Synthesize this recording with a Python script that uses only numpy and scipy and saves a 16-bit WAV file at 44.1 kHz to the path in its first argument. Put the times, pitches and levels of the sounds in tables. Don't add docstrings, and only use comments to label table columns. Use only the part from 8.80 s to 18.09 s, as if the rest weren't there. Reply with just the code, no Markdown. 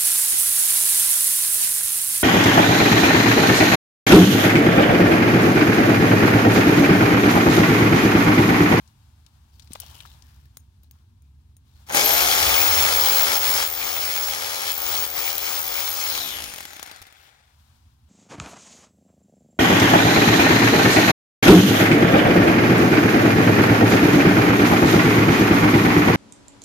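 import sys
import numpy as np
from scipy import signal
from scipy.fft import rfft, irfft, next_fast_len
from scipy.io import wavfile

SR = 44100
rng = np.random.default_rng(int(sys.argv[2]) if len(sys.argv) > 2 else 0)


def wav_record(signal):
    frames = np.transpose(np.atleast_2d(signal))
    bounded = np.clip(frames, -1, 1)
    quanta = np.round(bounded * 32767).astype(np.int16)
    wavfile.write(sys.argv[1], SR, quanta)


N = 409683
TIME = np.arange(N) / SR
SIZE = next_fast_len(N + 4096)
BINS_HZ = np.maximum(np.arange(SIZE // 2 + 1) * SR / SIZE, 1)

# time in seconds, low rumble in dB, rustle in dB.
YARD_LEVELS = [(0.0, -54, -64.5), (0.74, -53.5, -68.5), (1.09, -50, -55.5), (1.81, -53, -71.5),
               (2.8, -54, -74), (3.02, -52, -64), (8.6, -64, -69), (8.96, -55.5, -64.5),
               (9.29, -54.5, -71.5)]
# time in seconds, level in dB.
FAN_BUFFET = [(3.15, -74), (3.55, -60), (3.66, -39.5), (4.5, -50.5), (4.85, -79), (6.0, -80), (6.1, -49),
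              (6.25, -77), (7.2, -61.5), (7.5, -48), (7.8, -64), (8.7, -73)]
# frequency in Hz, level in dB per Hz.
RUMBLE_SPECTRUM = [(12, -64), (20, -29.5), (46, -12), (70, 4.5), (108, -7.5), (139, -7), (161, -21),
                   (220, -18), (284, -24.5), (500, -41.5), (650, -77.5), (1100, -120)]
RUSTLE_SPECTRUM = [(210, -44), (350, -17), (417, -16), (548, -7.5), (914, 3), (1220, -2.5), (1650, -4),
                   (1940, -8.5), (3560, -4), (8040, -11), (16000, -14)]
AIR_SPECTRUM = [(15, -26.5), (28, -15), (48, -2), (80, 3), (140, -15.5), (300, -26), (1000, -102)]
GRIT_SPECTRUM = [(150, -32), (250, -4), (550, -9), (1200, -8.5), (2130, -13), (3100, -4.5), (5500, -5.5),
                 (8000, -14), (14400, -9.5), (16000, -8)]
CASING_SPECTRUM = [(60, -31), (170, -36.5), (500, -10), (800, -5), (1000, -6.5), (1800, -5.5), (2300, -10),
                   (3200, -4), (4300, -6.5), (5300, -7.5), (6900, -8.5), (7800, -16.5), (11000, -9),
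                   (14500, -12)]

# start in seconds, level in dB, centre in Hz, t60 in seconds,
# left-right difference in dB.
GROUND_KNOCKS = [(0.076, -45.5, 6500, 0.028, 15), (0.464, -38, 4870, 0.017, 14),
                 (0.796, -40.5, 4900, 0.036, 26), (0.822, -41, 5130, 0.047, 10),
                 (0.874, -44, 4000, 0.028, 14), (0.919, -33.5, 4040, 0.019, 13),
                 (0.933, -25.5, 9800, 0.013, 23), (0.9525, -25, 3600, 0.024, 9),
                 (0.956, -22, 1100, 0.016, 6), (0.966, -43, 5500, 0.014, 14),
                 (1.001, -18.5, 12900, 0.024, 12), (1.018, -34, 6300, 0.032, 9),
                 (1.032, -34, 900, 0.045, 3), (1.164, -37, 11000, 0.008, 10),
                 (1.183, -37, 11000, 0.008, 10), (1.2038, -28, 3300, 0.032, 8),
                 (1.209, -37, 12000, 0.01, 10), (1.224, -43, 5500, 0.02, 8), (1.252, -35, 1320, 0.042, 10),
                 (1.423, -38, 5800, 0.0087, 20), (2.958, -57, 3380, 0.025, 18), (8.763, -52, 756, 0.017, 6)]
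# start in seconds, level in dB, pitch in Hz, t60 in seconds.
SOFT_BUMPS = [(0.907, -32, 230, 0.025), (0.953, -36, 606, 0.024), (8.212, -40, 88, 0.065)]
# start in seconds, end in seconds, level in dB, ring in Hz.
DRAG_RUBS = [(0.722, 0.87, -59.5, 4470), (0.902, 0.986, -49.5, 3860), (0.993, 1.107, -45, 3230),
             (1.133, 1.26, -49, 3000), (1.25, 1.346, -54.5, 3860), (1.428, 1.658, -60.5, 1700),
             (2.023, 2.037, -59, 3900), (2.11, 2.213, -67, 1100), (2.41, 2.5, -76, 2390),
             (2.856, 2.953, -66, 3800), (2.947, 3.002, -63, 4400), (8.36, 8.48, -51.5, 3440)]
RUB_ATTACK_S, RUB_SAG_DB_PER_S, RUB_RELEASE_S = 0.013, 16, 0.022

# start in seconds, level in dB.
TIP_TAPS = [(1.7706, -28.5), (2.033, -52), (2.111, -39), (2.421, -56), (2.767, -47)]
# start in seconds, level in dB.
START_CLACKS = [(3.067, -56), (3.077, -48), (3.087, -37), (3.0958, -28), (3.1225, -19.5), (3.1344, -20.5),
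                (3.147, -6), (3.1542, -20.5), (3.171, -15.5), (3.186, -16)]
# time in seconds, casing noise in dB, stroke weight in dB.
WORK_LEVELS = [(3.05, -63, -76), (3.1, -50, -32), (3.14, -32.5, -27.5), (3.17, -20, -19),
               (3.205, -25, -26.5), (3.5, -24.5, -28), (3.8, -26.5, -28), (4.81, -28.5, -31),
               (4.87, -35, -37.5), (5.85, -34.5, -38.5), (6.12, -33, -36), (6.45, -34.5, -38),
               (7.3, -34, -39)]
# start in seconds, end in seconds, rattle in dB,
# drop in level in dB, drop in speed in turns per second.
BIT_EASES = [(4.573, 4.596, -27.5, 7.5, 1.5), (4.697, 4.727, -31, 0.5, 0), (4.86, 4.953, -33.5, 5, 19.5),
             (5.909, 6.006, -36, 6.5, 8.5), (6.241, 6.322, -37, 7.5, 15), (6.505, 6.599, -41.5, 5, 10),
             (6.795, 6.889, -32.5, 4.5, 9.5), (7.085, 7.151, -32, 3.5, 2.5)]
# start in seconds, level in dB.
CHUCK_JOLTS = [(4.6944, -11), (4.8758, -13), (4.9003, -17), (5.9179, -12), (5.9818, -15), (6.0192, -14.5),
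               (6.2404, -18.5), (6.2647, -15.5), (6.2764, -18), (6.5296, -11), (6.554, -16.5),
               (6.5814, -6.5), (6.792, -15), (6.8294, -17), (6.8673, -18.5), (7.1038, -16.5), (7.1287, -17)]
# time in seconds, level in dB.
POWER_WHINE = [(3.13, -71.5), (3.16, -43), (3.21, -43.5), (3.25, -20.5), (3.55, -32.5), (3.8, -18.5),
               (4.0, -21.5), (4.4, -19), (5.05, -28.5), (6.15, -26.5), (7.3, -29.5)]
# start in seconds, end in seconds, change in dB.
WHINE_DIPS = [(4.05, 4.122, -7), (4.446, 4.51, -13.5), (4.78, 4.8, -14), (5.508, 5.868, -13)]
# time in seconds, rasp of the teeth in dB, gearbox chatter in dB.
GEAR_LEVELS = [(7.15, -56, -80), (7.38, -34.5, -69), (7.56, -38.5, -42), (7.68, -49, -49),
               (7.86, -70, -50.5), (8.1, -68, -47), (8.22, -71, -55.5), (8.42, -78, -58.5),
               (8.75, -91, -71.5)]
# time in seconds, level in dB.
FALLING_WHINE = [(7.315, -36), (7.42, -37), (7.55, -41), (7.72, -52), (7.84, -59), (7.9, -52), (8.0, -63),
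                 (8.1, -59), (8.17, -57), (8.22, -72)]
# start in seconds, level in dB.
FINAL_CLACKS = [(7.738, -24), (7.7597, -25), (7.782, -24), (7.8055, -24), (7.8291, -27), (7.853, -24),
                (7.906, -34), (7.9327, -31), (7.9648, -27), (7.995, -25), (8.0283, -24), (8.062, -32),
                (8.075, -31), (8.114, -28), (8.1624, -37), (8.2172, -35), (8.2225, -35), (8.268, -35),
                (8.325, -40)]

# multiple of the stroke rate, level in dB.
STROKE_PARTIALS = [(1, -10), (2, -29), (3, -18), (4, -16), (5, -14), (6, -9), (7, -6.5), (8, -7), (9, -12),
                   (10, -3.5), (11, -6), (12, -6), (13, -10), (14, -11), (15, -6), (16, -10), (17, -9),
                   (18, -11), (20, -11)]
# multiple of the rotor speed, level in dB.
ROTOR_PARTIALS = [(1, -8.5), (2, 0.5), (3, -12.5), (4, -5), (6, -16), (8, -19), (10, -10.5), (12, -6)]
# point of the stroke 0-1,
# t60 in seconds, level in dB in the housing, in the shank, in the stone.
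STROKE_CONTACTS = [(0, 0.005, 7, 13, 6.5), (0.15, 0.014, 7, 8, 5), (0.46, 0.01, 4, 4, 3.5),
                   (0.7, 0.011, 3.5, 1, 4)]
# centre in Hz, width in Hz, height in dB.
HOUSING_MODES = [(806, 83, 7.5), (2190, 390, 8.5), (5130, 170, 1), (6620, 2300, 2)]
# centre in Hz, width in Hz, level in dB in the hole, level in dB in free air.
BIT_MODES = [(2090, 160, -23, -15.5), (3930, 280, -11, -9.5), (5700, 300, -19, -12.5), (6600, 180, -8, 3.5),
             (9120, 63, -5, 4.5), (12110, 190, 3.5, -1), (12600, 770, 2, -8.5), (15500, 170, -11, 1.5)]
# centre in Hz, width in Hz, level in dB.
GEARBOX_MODES = [(824, 180, 2.5), (1450, 720, 8.5), (2030, 540, 2.5), (3370, 420, 1)]
GRIND_MODES = [(1234, 220, -6), (1640, 280, -9.5), (2156, 270, 0), (2415, 210, -1.5), (3150, 530, -1),
               (3460, 170, -4), (4040, 550, -3.5), (4870, 290, -4), (5430, 400, -4.5), (6360, 200, -3.5)]
STONE_MODES = [(5360, 340, -2), (6950, 450, -13), (11100, 3000, 1.5)]
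# frequency in Hz, left minus right in dB.
PORT_BALANCE = [(60, 1), (200, -0.5), (500, 1.5), (800, 0), (1150, 8), (1800, 3), (2300, 5.5), (3200, 2),
                (5300, 2), (6900, 13.5), (9000, 15.5), (11000, 8.5), (12100, 2), (15000, 12)]
# frequency in Hz, lead in radians.
PORT_LEAD = [(60, 0.5), (500, -0.2), (780, 2), (1400, 1.73), (2100, 3), (3400, 1.5), (4300, 7.5),
             (6800, 7.5), (15000, 7.5)]

TRIGGER_ON_S, TRIGGER_OFF_S, HUM_BUILD_S = 3.065, 7.315, 0.16
CLIMB_TURNS_PER_S2, KNEE_TURNS_PER_S, SETTLE_S, FULL_TURNS_PER_S = 1950, 274, 0.1835, 393.3
DRAG_S, FRICTION_TURNS_PER_S2 = 1.3, 154
TURNS_PER_STROKE, WHINE_CYCLES_PER_TURN = 4.833, 40
CASING_POWER, WEIGHT_POWER = 2.5, 3.4
EASE_FALL_S, EASE_RETURN_S, SPEED_RECOVER_S = 0.02, 0.03, 0.135
WEIGHT_SHARE, WHINE_SHARE = 0.66, 0.98
COAST_CLACK_DB, COAST_SPREAD_DB, LAST_CLACK_DB = -27.5, 1.5, -3
CLACK_PHASE, CLACK_SINGLE_TURNS_PER_S = 0.8, 231
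CONTACT_SPREAD_DB = 2.2
SHELL_DB, HOUSING_DB, BUZZ_DB, GRIND_DB, CHISEL_DB = 3.5, 6.5, 2.5, 1.5, -3
STROKE_HUM_DB, ROTOR_HUM_DB = -3, -7.5
CUTOFF_HZ = 15850


def from_db(db):
    return 10 ** (np.asarray(db) / 20)


def rms_one(x):
    return x / np.sqrt(np.mean(x ** 2) + 1e-20)


def in_time(rows):
    s, *columns = np.transpose(rows)
    return [np.interp(TIME, s, c) for c in columns]


def gains(rows):
    s, *columns = np.transpose(rows)
    return [np.interp(TIME, s, from_db(c), left=0, right=0) for c in columns]


def at_bins(points):
    hz, value = np.transpose(points)
    return np.interp(np.log(BINS_HZ), np.log(hz), value)


def drift(rate_hz):
    r = np.exp(-80 * np.pi * rate_hz / SR)
    raw = rng.standard_normal(N // 40 + 2002)
    slow = signal.lfilter([1], [1, -2 * r, r * r], raw)[2000:]
    return np.interp(np.arange(N) / 40, np.arange(len(slow)), rms_one(slow))


def white():
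    return rng.standard_normal((3, N))


def colour(x, spectrum_db):
    return irfft(rfft(x, SIZE) * rms_one(from_db(spectrum_db)), SIZE)[..., :N]


def resonate(x, modes):
    out = 0
    for hz, width_hz, db in modes:
        r = np.exp(-np.pi * width_hz / SR)
        poles = [1, -2 * r * np.cos(2 * np.pi * hz / SR), r * r]
        ring = signal.lfilter([1, 0, -1], poles, x + 1e-18)
        out = out + from_db(db) * np.sqrt((1 - r * r) / 2) * ring
    return out / np.sqrt(sum(from_db(db) ** 2 for _, _, db in modes))


def gliding(x, hz, width_hz):
    r = np.exp(-np.pi * width_hz / SR)
    turn = np.exp(2j * np.pi * np.cumsum(hz) / SR)
    baseband = signal.lfilter([1], [1, -r], x / turn + 1e-18)
    return np.sqrt(2 * (1 - r * r)) * (baseband * turn).real


def fade(clicks, t60_s):
    return signal.lfilter([1], [1, -from_db(-60 / (t60_s * SR))], clicks + 1e-18)


def swell(start_s, end_s, attack_s, release_s):
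    return np.clip((TIME - start_s) / attack_s, 0, 1) * np.exp(-np.maximum(TIME - end_s, 0) / release_s)


def clicks_at(rows):
    out = np.zeros(N)
    for s, db in rows:
        out[round(s * SR)] = from_db(db)
    return out


def pair(x, likeness, pan_db=0):
    share = np.clip(likeness, 0, 1)
    ports = np.sqrt(share) * x[0] + np.sqrt(1 - share) * x[1:]
    return ports * from_db(np.array([[.5], [-.5]]) * pan_db)


def from_left(x):
    half = from_db(at_bins(PORT_BALANCE) / 2) * np.exp(.5j * at_bins(PORT_LEAD))
    power = (abs(half) ** 2 + abs(half) ** -2) / 2
    return irfft(rfft(x, SIZE) * np.array([half, 1 / half]) / np.sqrt(power), SIZE)[:, :N]


def off_centre(x):
    return np.array([x[0], np.roll(x[1], 17)])


def surroundings():
    rumble_db, rustle_db = in_time(YARD_LEVELS)
    buffet, = gains(FAN_BUFFET)
    rumble = pair(colour(white(), at_bins(RUMBLE_SPECTRUM)), likeness=0.99, pan_db=-0.5)
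    rustle = pair(colour(white(), at_bins(RUSTLE_SPECTRUM)), likeness=0.053, pan_db=6.5)
    air = pair(colour(white(), at_bins(AIR_SPECTRUM)), likeness=0.89, pan_db=-8.0)
    out = from_db(rumble_db) * rumble
    out += from_db(rustle_db + 1.1 * drift(10)) * rustle
    return out + from_db(-2 + 3.4 * drift(4.0)) * buffet * air


def grit(rate_hz=420, size_db=7.5, bed_db=-1.5):
    grain_db = size_db * np.minimum(rng.exponential(1, N), 2.5)
    snaps = (rng.random(N) < rate_hz / SR) * from_db(grain_db)
    bed = from_db(bed_db + 2.0 * drift(40))
    return rms_one(rms_one(fade(snaps, t60_s=0.004)) + bed) * white()


def rubbing(ring_db=-4.0, width_hz=320):
    strength = 0
    for start_s, end_s, db, _ in DRAG_RUBS:
        sagging_db = db - RUB_SAG_DB_PER_S * np.maximum(TIME - start_s, 0)
        strength = strength + from_db(sagging_db) * swell(start_s, end_s, RUB_ATTACK_S, RUB_RELEASE_S)
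    starts_s, _, _, pitches_hz = np.transpose(DRAG_RUBS)
    centre_hz = pitches_hz[np.searchsorted(starts_s[1:], TIME)] * (1 + .05 * drift(15))
    scrape = colour(grit(), at_bins(GRIT_SPECTRUM))
    return strength * (scrape + from_db(ring_db) * gliding(grit(), centre_hz, width_hz))


def knocks():
    out = np.zeros((2, N))
    age_s = TIME[:SR // 5]
    for s, db, hz, t60_s, pan_db in GROUND_KNOCKS:
        edges_hz = [hz / 1.37, min(hz * 1.1, SR * .45)]
        band = signal.butter(1, edges_hz, "band", fs=SR, output="sos")
        burst = rms_one(signal.sosfilt(band, rng.standard_normal((3, len(age_s)))))
        crack = from_db(-10.0) * from_db(-60 * age_s / 0.0028)
        tail = from_db(-13.5) * from_db(-60 * age_s / 0.044)
        dying = crack + from_db(-60 * age_s / t60_s) + tail
        at = round(s * SR)
        out[:, at:at + len(age_s)] += from_db(db - 12.0) * pair(burst * dying, likeness=0.28, pan_db=pan_db)
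    return out


def bumps():
    return sum(fade(clicks_at([(s, db)]), t60_s) * np.sin(2 * np.pi * hz * (TIME - s))
               for s, db, hz, t60_s in SOFT_BUMPS)


def handling():
    return knocks() + bumps() + from_db(-5.5) * pair(rubbing(), likeness=0.15, pan_db=8.0)


def coast_speed():
    braking = FRICTION_TURNS_PER_S2 * DRAG_S
    decay = np.exp(-np.maximum(TIME - TRIGGER_OFF_S, 0) / DRAG_S)
    return np.maximum((FULL_TURNS_PER_S + braking) * decay - braking, 0)


def rotor_speed():
    climb = CLIMB_TURNS_PER_S2 * np.maximum(TIME - TRIGGER_ON_S, 0)
    past_knee_s = np.maximum(climb - KNEE_TURNS_PER_S, 0) / CLIMB_TURNS_PER_S2
    shortfall = (FULL_TURNS_PER_S - KNEE_TURNS_PER_S) * np.exp(-past_knee_s / SETTLE_S)
    powered = np.minimum(climb, FULL_TURNS_PER_S - shortfall)
    sag = sum(drop * swell(start_s, end_s, end_s - start_s, SPEED_RECOVER_S)
              for start_s, end_s, _, _, drop in BIT_EASES)
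    return (powered - sag) * coast_speed() / FULL_TURNS_PER_S


def stroke_count(turns):
    return (turns - np.interp(TRIGGER_OFF_S, TIME, turns)) / TURNS_PER_STROKE - CLACK_PHASE


def effort():
    casing_db, weight_db = in_time(WORK_LEVELS)
    whine_db, = in_time(POWER_WHINE)
    eased_db = sum(db * swell(start_s, end_s, EASE_FALL_S, EASE_RETURN_S)
                   for start_s, end_s, _, db, _ in BIT_EASES)
    dips_db = sum(db * swell(start_s, end_s, attack_s=0.018, release_s=0.02)
                  for start_s, end_s, db in WHINE_DIPS)
    unpowered = np.clip((TIME - TRIGGER_OFF_S) / EASE_FALL_S, 0, 1)
    started = TIME > TRIGGER_ON_S
    running = started * coast_speed() / FULL_TURNS_PER_S
    casing = from_db(casing_db - eased_db) * running ** CASING_POWER
    weight = from_db(weight_db - WEIGHT_SHARE * eased_db) * running ** WEIGHT_POWER
    whine_level = from_db(whine_db - WHINE_SHARE * eased_db + dips_db) * started * (1 - unpowered)
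    return casing, weight, whine_level


def blows(strokes, spread_db):
    hits = np.diff(np.floor(strokes), prepend=np.floor(strokes[0]))
    return hits * from_db(spread_db * np.clip(rng.standard_normal(N), -2, 2))


def idle_strokes(strokes):
    coasts = (TIME > TRIGGER_OFF_S) & (coast_speed() > CLACK_SINGLE_TURNS_PER_S)
    steady = coasts * from_db(COAST_CLACK_DB) * blows(strokes, COAST_SPREAD_DB)
    return clicks_at(START_CLACKS) + steady + from_db(LAST_CLACK_DB) * clicks_at(FINAL_CLACKS)


def bounces(first, t60_s, rate_hz=500):
    return first + fade(first, t60_s) * (rng.random(N) < rate_hz / SR)


def lines(turns, table, waver_db):
    return sum(from_db(db + waver_db * drift(20)) * np.sin(2 * np.pi * (k * turns + rng.random()))
               for k, db in table)


def rotor_growl(turns, width_hz=45):
    lowpass = signal.butter(2, width_hz, fs=SR, output="sos")
    rough = rms_one(signal.sosfilt(lowpass, rng.standard_normal((2, N))))
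    return rough[0] * np.sin(4 * np.pi * turns) + rough[1] * np.cos(4 * np.pi * turns)


def motor_hum(turns, strokes):
    hum = from_db(STROKE_HUM_DB) * lines(strokes, STROKE_PARTIALS, waver_db=1.5)
    hum += from_db(ROTOR_HUM_DB) * lines(turns, ROTOR_PARTIALS, waver_db=2.0)
    hum += from_db(-10) * rotor_growl(turns)
    return signal.sosfilt(signal.butter(2, 55, "high", fs=SR, output="sos"), hum)


def whine(turns, strokes, level, steady, throb=0.22, waver_db=1.8, blur_rad=0.6, flicker_db=2.5):
    flutter_db = (waver_db + (1 - steady) * flicker_db) * np.clip(drift(70), -2, 1.5)
    shake = (1 + throb * np.cos(2 * np.pi * strokes)) * from_db(flutter_db)
    wander_rad = steady * 0.54 * drift(30) + (1 - steady) * blur_rad * drift(200)
    tone = np.sin(2 * np.pi * WHINE_CYCLES_PER_TURN * turns + wander_rad)
    return np.sqrt(2) * shake * level * tone * from_db([[3.5], [-9]])


def coast_whine(turns):
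    level, = gains(FALLING_WHINE)
    waver_db = 3.5 * np.clip(drift(30), -2.5, 1) - 1
    blur_rad = .7 * drift(150)
    tone = np.sin(2 * np.pi * WHINE_CYCLES_PER_TURN * turns + blur_rad)
    return np.sqrt(2) * level * from_db(waver_db) * tone * from_db([[3.5], [-6]])


def coasting(turns, teeth_per_turn=11.0, width_hz=330, knock_db=-16.0):
    rasp, chatter = gains(GEAR_LEVELS)
    rough = rms_one(signal.sosfilt(signal.butter(2, width_hz, fs=SR, output="sos"), white()))
    teeth = np.sqrt(2) * rough * np.sin(2 * np.pi * teeth_per_turn * turns)
    octave = np.sqrt(2) * rough * np.sin(2 * np.pi * 2 * teeth_per_turn * turns)
    whir = octave * (TIME > 8.1)
    grains = chatter * rms_one(from_db(2.5 * drift(200))) * white()
    final_knocks = from_db(knock_db) * fade(clicks_at(FINAL_CLACKS), t60_s=0.022) * white()
    gearbox = resonate(grains + final_knocks, GEARBOX_MODES)
    return rasp * (teeth + from_db(-10) * whir) + gearbox + from_db(-3) * final_knocks


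def bit_modes(drive, free, vary_db=3.0):
    modes = [(hz, width_hz, free_db if free else held_db) for hz, width_hz, held_db, free_db in BIT_MODES]
    rings = 0
    for hz, width_hz, db in modes:
        varied_db = db + vary_db * np.clip(drift(16), -2, 1.5)
        rings = rings + from_db(varied_db) * resonate(drive, [(hz, width_hz, 0)])
    return rings / np.sqrt(sum(from_db(db) ** 2 for _, _, db in modes))


def bit_ring(strokes, idle_clicks):
    eased = sum(from_db(db) * ((TIME > start_s) & (TIME < end_s)) for start_s, end_s, db, _, _ in BIT_EASES)
    loose = eased * blows(strokes, spread_db=2.0)
    loose_ring = from_db(8.0) * fade(loose, t60_s=0.024)
    cracks = fade(from_db(8.5) * loose, t60_s=0.0015)
    idle = from_db(-10.5) * fade(idle_clicks, t60_s=0.025)
    taps = from_db(-0.5) * fade(clicks_at(TIP_TAPS), t60_s=0.0075)
    afterring = from_db(-25) * fade(clicks_at(TIP_TAPS), t60_s=0.15)
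    held = bit_modes(loose_ring * white(), free=False)
    free = bit_modes((idle + taps + afterring) * white(), free=True)
    return held + free + (cracks + from_db(-2.0) * taps) * white()


def jolting(crack_t60_s=0.0055, ring_t60_s=0.033):
    jolts = clicks_at(CHUCK_JOLTS)
    crack = fade(jolts, crack_t60_s) * white()
    bright = resonate(crack, [(12500, 2000, 0)])
    ring = bit_modes(fade(jolts, ring_t60_s) * white(), free=False)
    return from_db(-4) * crack + from_db(-8) * bright + from_db(-17) * ring


def contact_noise(strokes):
    power = np.ones((3, N))
    for point, t60_s, *part_db in STROKE_CONTACTS:
        burst = fade(blows(strokes - point, CONTACT_SPREAD_DB), t60_s)
        power += np.outer(from_db(part_db), burst) ** 2
    return [rms_one(np.sqrt(p)) for p in power]


def housing_buzz(strokes, ring_s=0.022, top_hz=3000):
    age_s = TIME[:SR // 30]
    ring = rng.standard_normal(len(age_s)) * from_db(-20 * age_s / ring_s)
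    buzz = signal.fftconvolve(blows(strokes, CONTACT_SPREAD_DB), ring)[:N]
    band = signal.butter(2, [300, top_hz], "band", fs=SR, output="sos")
    return signal.sosfilt(band, rms_one(buzz))


def grinding(shank, shift_db=4.0, shift_rate_hz=18, wander=0.03):
    drive = shank * white()
    voices = 0
    for hz, width_hz, db in GRIND_MODES:
        shifted_db = db + shift_db * np.clip(drift(shift_rate_hz), -2, 2)
        voices = voices + from_db(shifted_db) * gliding(drive, hz * (1 + wander * drift(34)), width_hz)
    return voices / np.sqrt(len(GRIND_MODES))


def casing_spectrum():
    peaks_db = sum(db / (1 + (2 * (BINS_HZ - hz) / width_hz) ** 2) for hz, width_hz, db in HOUSING_MODES)
    return at_bins(CASING_SPECTRUM) + peaks_db


def casing_noise(strokes, level, weight, housing, stone, idle_clicks):
    clacks = from_db(0.5) * fade(bounces(idle_clicks, t60_s=0.043), t60_s=0.0034) * white()
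    treble = from_db(SHELL_DB) * level * stone * white() + clacks
    bass = from_db(HOUSING_DB) * weight * housing * white() + from_db(-1.0) * clacks
    low = 1 / (1 + (BINS_HZ / 2000) ** 4)
    noise = irfft(rfft(bass, SIZE) * low + rfft(treble, SIZE) * (1 - low), SIZE)[:, :N]
    noise[0] += from_db(BUZZ_DB) * weight * housing_buzz(strokes)
    return colour(noise, casing_spectrum())


def drill():
    speed = rotor_speed()
    turns = np.cumsum(speed * (1 + 0.00061 * drift(11))) / SR
    strokes = stroke_count(turns)
    level, weight, whine_level = effort()
    idle_clicks = idle_strokes(strokes)
    housing, shank, stone = contact_noise(strokes)
    noise = casing_noise(strokes, level, weight, housing, stone, idle_clicks)
    noise += bit_ring(strokes, idle_clicks) + jolting()
    noise += from_db(GRIND_DB) * grinding(level * shank)
    noise += from_db(CHISEL_DB) * resonate(level * stone * white(), STONE_MODES)
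    force = weight * (speed.clip(0) / FULL_TURNS_PER_S) ** 0.25
    force *= np.clip((TIME - TRIGGER_ON_S) / HUM_BUILD_S, 0, 1) ** 2
    hum = force * motor_hum(turns, strokes)
    thuds = from_db(0.5) * resonate(idle_clicks, [(169, 100, 0), (286, 42, -1.6)])
    steady = np.interp(speed, [360, 372], [0, 1])
    working = from_left(pair(noise, likeness=0.6) + hum + thuds)
    working += whine(turns, strokes, whine_level, steady)
    gears = off_centre(pair(coasting(turns), likeness=0.47, pan_db=8.0))
    return working + coast_whine(turns) + gears


def scene():
    return off_centre(surroundings() + handling()) + drill()


def record(dry):
    rounded = .68 * np.tanh(dry / .68)
    return signal.sosfilt(signal.ellip(12, .1, 80, CUTOFF_HZ, fs=SR, output="sos"), rounded)


dry = scene()
out = record(dry)
wav_record(out)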